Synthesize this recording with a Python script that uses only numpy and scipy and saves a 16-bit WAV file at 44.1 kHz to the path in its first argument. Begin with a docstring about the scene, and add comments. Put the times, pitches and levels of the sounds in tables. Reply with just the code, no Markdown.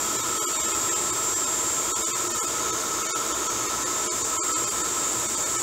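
"""A hand-held hair dryer roars and whines on high near a small microphone, settling up to full speed.
Turbulent air is noise shaped by housing, pipe and nozzle resonances; the whine is a bank of sines
at multiples of the shaft speed. The hand's slight sway shifts the balance of tones and noise.
Now and then the sound thins to a few brief tones."""
import sys
import numpy as np
from scipy import signal
from scipy.fft import rfft, irfft, next_fast_len
from scipy.io import wavfile
from scipy.ndimage import uniform_filter1d, map_coordinates

SR = 44100
rng = np.random.default_rng(int(sys.argv[2]) if len(sys.argv) > 2 else 0)


def file_out(sig):
    """Save sig as 16-bit WAV at sys.argv[1]."""
    # one column per channel
    cols = np.atleast_2d(sig).T
    # limit, then scale
    lim = np.clip(cols, -1, 1)
    pcm = np.round(lim * 32767).astype(np.int16)
    wavfile.write(sys.argv[1], SR, pcm)


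def gain_from_decibels(decibels):
    """Convert decibel values to linear amplitude factors."""
    exponent = np.asarray(decibels, float) / 20
    return 10 ** exponent


N = 248178

# Resonances of housing and table in the roar: f/Hz, width/Hz, relative level/dB
HOUSING = [(59.8, 8.4, -9.5), (118, 27, -12.5), (216.7, 30, -14.5), (314.8, 67, -8), (352, 35, -4.5),
           (445, 130, -9), (630, 81, -10.5), (866.5, 81, -11), (1024.3, 130, -7), (1738, 250, -17),
           (2212, 370, -18.5), (2563, 130, -22), (2777, 120, -24), (3080, 360, -21), (3688, 500, -17),
           (4398, 120, -19), (4722, 180, -18.5), (5174, 650, -18.5), (5803, 240, -13)]
# Pipe resonance of the barrel, which half sings: f/Hz, width/Hz, relative level/dB
PIPE = [(1304, 30, -2), (1292, 110, -5.5), (1400, 75, -10), (1510, 42, -19)]
# Resonances of nozzle and microphone port in the hiss: f/Hz, width/Hz, relative level/dB
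NOZZLE = [(6270, 120, -35), (6750, 500, -9.5), (7117, 540, -6.5), (7780, 570, -14), (8500, 250, -18)]
# Broad turbulence under the resonances: f/Hz, relative level/dB
TURBULENCE = [(25, -50), (48, -19), (250, -24), (2000, -25), (6000, -29), (9000, -27), (12000, -27.5),
              (15500, -29.5)]
# Whine before waver and sway: shaft multiple, level/dB
SHAFT_TONES = [(5, -55.0), (8, -58.0), (15, -55.0), (20, -57.0), (21, -62.0), (25, -53.0), (26, -56.0),
               (27, -59.0), (28, -59.0), (29, -46.0), (30, -50.0), (31, -52.0), (32, -49.0), (33, -44.0),
               (34, -35.0), (35, -41.0), (36, -47.0), (38, -56.0), (39, -46.0), (40, -66.0), (41, -66.0),
               (44, -65.0), (45, -67.0), (46, -64.0), (47, -67.0), (48, -67.0), (49, -63.0), (50, -67.0),
               (51, -66.0), (54, -55.0), (55, -65.0), (56, -63.0), (57, -64.0), (59, -63.0), (60, -64.0),
               (61, -62.0), (63, -68.0), (64, -68.0), (68, -68.0), (69, -65.0)]
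# Tones that swell or shrink as the nozzle faces the microphone:
# shaft multiple: (slope/(dB per dB of facing), offset/dB, chance waver/dB)
FACING_TONES = {35: (0.86, 0, 0), 39: (0.92, 0, 0), 29: (-1.4, -5, 2.3), 33: (0.7, 0, 2.1),
                36: (0.72, -3, 2.5), 49: (-1.2, -2, 1)}
# Sway of the dryer in the hand: t/s, nozzle facing/dB, loudest-tone gain/dB, fading-tone gain/dB,
# pipe gain/dB, hiss gain/dB
SWAY = [(0.0, 1, -3, 8, -1.2, -0.5), (0.3, 0, 2, 6, 0.7, -0.1), (0.7, 2.5, 2.5, 5, .4, -0.3),
        (1.2, 1, 5.5, 4, -1, 0), (1.8, 0.5, 3.5, 2.5, -1.1, 1), (2.1, 0.5, 2.5, 0.5, 0, .5),
        (2.4, 0, -5, 0, 1.3, 0.7), (2.7, -6.5, -5.5, -2, 2, -1.34), (3.2, -4, -5, -1, 2.5, -.9),
        (3.6, -6, -10, -2, 0.2, -1), (3.9, -3.5, -3, -1, 1.5, -1.4), (4.2, -4, -3, -7, -3, 1.9),
        (4.5, 1, 3.5, -22, 2, 1), (4.8, 0.5, 0.5, -13, 0, .8), (5.1, 0.5, 0.5, -11, -1, 1.1),
        (5.63, 3, -1, -16, -1.6, 1.1)]
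# Longer thin instants: t/s, length/blocks
THIN_RUNS = [(0.393, 2), (0.457, 2), (1.929, 2), (2.035, 2), (2.121, 2), (2.398, 2), (3.123, 2), (4.083, 2),
             (4.382, 3), (4.531, 2)]
# Coarse amplitude step of the tones left in a thin instant: f/Hz, level/dB
THIN_STEP = [(100, -17), (300, -13), (1300, -11), (2500, -15), (5500, -15), (6800, -11), (7800, -11),
             (8500, -17), (15000, -19)]

LOUDEST_MULTIPLES, FADING_MULTIPLES = (34,), (15, 54, 56)
FULL_HZ, SHORT_HZ, SETTLE_S, CREEP_HZ_PER_S = 219.62, .6, .6, .028
MAINS_HZ, TOP_HZ = 60, 15740
THIN_HOP_SAMPLES, THIN_START_SAMPLES = 941, 358
LONE_DRAWS_PER_S = 5.5  # before neighbours are dropped


def unit(x):
    """Scaled to rms 1."""
    return x / np.sqrt(np.mean(x ** 2) + 1e-20)


def curves(rows):
    """One value per sample for each column after the time."""
    t_s, *columns = np.transpose(rows)
    return [np.interp(np.arange(N) / SR, t_s, column) for column in columns]


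def wobble(knots_per_s):
    """Smooth random curve through normal knots."""
    knots = rng.standard_normal(int(N * knots_per_s / SR) + 4)
    return map_coordinates(knots, [np.arange(N) * knots_per_s / SR])


def filtered(x, response):
    """x through a zero-phase gain given as a function of f/Hz."""
    size = next_fast_len(N + 8192)
    return irfft(rfft(x, size) * response(np.fft.rfftfreq(size, 1 / SR)), size)[:N]


def peaks(table, steep):
    """Gain of resonances whose powers add; steep sets how fast the skirts fall."""
    def gain(f_hz):
        return np.sqrt(sum(gain_from_decibels(2 * db) / (1 + (2 * (f_hz - hz) / width_hz) ** 2) ** steep
                           for hz, width_hz, db in table))
    return gain


def rush(response, patchy_db):
    """Coloured noise with drifting patches of gain, as turbulence gives."""
    z = signal.stft(rng.standard_normal(N + 512), nperseg=512)[2]
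    field = uniform_filter1d(rng.standard_normal(z.shape), size=5, axis=0)  # over frequency
    field = uniform_filter1d(field, size=16, axis=1)  # over time
    patchy = signal.istft(z * gain_from_decibels(patchy_db * unit(field)), nperseg=512)[1][:N]
    return filtered(unit(patchy), response)


def housing_roar(hiss_db):
    """Turbulence rings the housing, heard more as the nozzle turns away and its hiss drops."""
    return gain_from_decibels(-.45 * hiss_db) * rush(peaks(HOUSING, steep=1.5), patchy_db=0.23)


def pipe_song(pipe_db):
    """Flow partly locks onto the pipe: a tone of unsteady pitch inside resonant noise."""
    pitch_hz = PIPE[0][0] + 17 * wobble(30)
    tone = gain_from_decibels(-30 + 2.7 * wobble(12)) * np.sin(2 * np.pi * np.cumsum(pitch_hz) / SR)
    noise = rush(peaks(PIPE, steep=1.7), patchy_db=0.55)
    return gain_from_decibels(pipe_db) * (noise + tone)


def nozzle_hiss(turn, hiss_db):
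    """Nozzle turbulence pulses a little once and twice per rotor turn."""
    pulse = 1 + 0.03 * np.cos(turn) + 0.044 * np.cos(2 * turn)
    return gain_from_decibels(hiss_db) * pulse * rush(peaks(NOZZLE, steep=1.4), patchy_db=0.93)


def broad_rush(gain_db):
    """Broadband turbulence, its level interpolated over log frequency."""
    hz, db = np.transpose(TURBULENCE)
    return gain_from_decibels(gain_db) * rush(lambda f: gain_from_decibels(np.interp(np.log(f + 1), np.log(hz), db)), patchy_db=0.6)


def airflow(turn, facing_db, pipe_db, hiss_db):
    """Fan turbulence: roar, pipe, hiss and broad rush, the last following the facing."""
    roar = housing_roar(hiss_db)
    pipe = pipe_song(pipe_db)
    hiss = nozzle_hiss(turn, hiss_db)
    broad = broad_rush(0.22 * facing_db + 0.14)
    return gain_from_decibels(-10.5) * (roar + pipe + hiss + broad)


def whine(turn, facing_db, loudest_db, fading_db):
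    """Commutator and blades sound at shaft multiples; supply ripple adds side lines MAINS_HZ away."""
    sway_db = {}
    for k, (slope, offset_db, waver_db) in FACING_TONES.items():
        sway_db[k] = slope * facing_db + offset_db + waver_db * wobble(2.5)
    sway_db.update({k: loudest_db for k in LOUDEST_MULTIPLES})
    sway_db.update({k: fading_db for k in FADING_MULTIPLES})
    mains = 2 * np.pi * MAINS_HZ * np.arange(N) / SR
    ripple = 1 + .12 * np.cos(mains)
    # torque ripple and load jitter shake the rotor angle
    turn = turn + .015 * np.cos(mains) + .002 * wobble(25)
    tones = np.zeros(N)
    starts_rad = rng.uniform(0, 2 * np.pi, len(SHAFT_TONES))
    for (k, db), start_rad in zip(SHAFT_TONES, starts_rad):
        if k in sway_db:
            gain_db = sway_db[k] + 1.5 * wobble(8)
        else:
            gain_db = 2.8 * wobble(1.2) - 1
        tones += gain_from_decibels(db + gain_db) * np.sin(k * turn + start_rad)
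    return np.sqrt(2) * ripple * tones  # sqrt(2): rms to peak


def thin_blocks():
    """Numbers of the thin blocks: listed runs, and lone ones by chance that touch no other."""
    runs = np.zeros((N - THIN_START_SAMPLES) // THIN_HOP_SAMPLES, bool)
    for t_s, blocks in THIN_RUNS:
        first = round((t_s * SR - THIN_START_SAMPLES) / THIN_HOP_SAMPLES)
        runs[first:first + blocks] = True
    lone = rng.random(len(runs)) < LONE_DRAWS_PER_S * THIN_HOP_SAMPLES / SR
    lone &= ~np.roll(runs | lone, 1) & ~np.roll(runs, -1)
    return np.flatnonzero((runs | lone)[1:]) + 1


def thinned(x):
    """In thin blocks of about 40 ms only partials that stand out survive, in coarse amplitude steps."""
    hop = THIN_HOP_SAMPLES
    n, k = np.arange(2 * hop) + .5, np.arange(hop) + .5
    # overlapping sine-windowed cosines
    basis = np.cos(np.pi / hop * np.outer(n + hop / 2, k)) * np.sqrt(2 / hop)
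    basis *= np.sin(np.pi * n / (2 * hop))[:, None]
    starts = THIN_START_SAMPLES + (thin_blocks() - 1) * hop
    at = starts[:, None] + np.arange(2 * hop)
    parts = x[at] @ basis
    f_hz = k * SR / (2 * hop)
    hz, db = np.transpose(THIN_STEP)
    step = gain_from_decibels(np.interp(f_hz, hz, db))
    # rms over all thin blocks and neighbouring partials
    local = np.sqrt(np.abs(uniform_filter1d(np.mean(parts ** 2, axis=0), size=30)))
    faintest = gain_from_decibels(np.where(f_hz < 9000, -32, -27.3))
    threshold = np.clip(2.2 * local, faintest, .6 * step)
    size = np.abs(parts)
    steps = np.maximum(1, np.round(size / step))
    kept = np.sign(parts) * (size > threshold) * step * steps
    change = (kept - parts) @ basis.T
    return x + np.bincount(at.ravel(), change.ravel(), N)


def scene():
    """Air and whine as the shaft settles to speed, then creeps on as the motor warms."""
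    t = np.arange(N) / SR
    shaft_hz = FULL_HZ - SHORT_HZ * np.exp(-t / SETTLE_S) + CREEP_HZ_PER_S * t
    turn = 2 * np.pi * np.cumsum(shaft_hz) / SR
    facing_db, loudest_db, fading_db, pipe_db, hiss_db = curves(SWAY)
    air = airflow(turn, facing_db, pipe_db, hiss_db)
    return (air + whine(turn, facing_db, loudest_db, fading_db))[None]


def band_limit(x):
    """A steep low-pass at the top of the band."""
    return signal.sosfilt(signal.butter(12, 17000, fs=SR, output="sos"), x)


def record(dry):
    """Bass cut at 44 Hz and band limit at TOP_HZ, then brief thinning."""
    banded = filtered(dry[0], lambda hz: (hz < TOP_HZ) / (1 + (44 / (hz + 1)) ** 4))
    mix = thinned(banded)[None]
    return band_limit(mix)


dry = scene()
out = record(dry)
file_out(out)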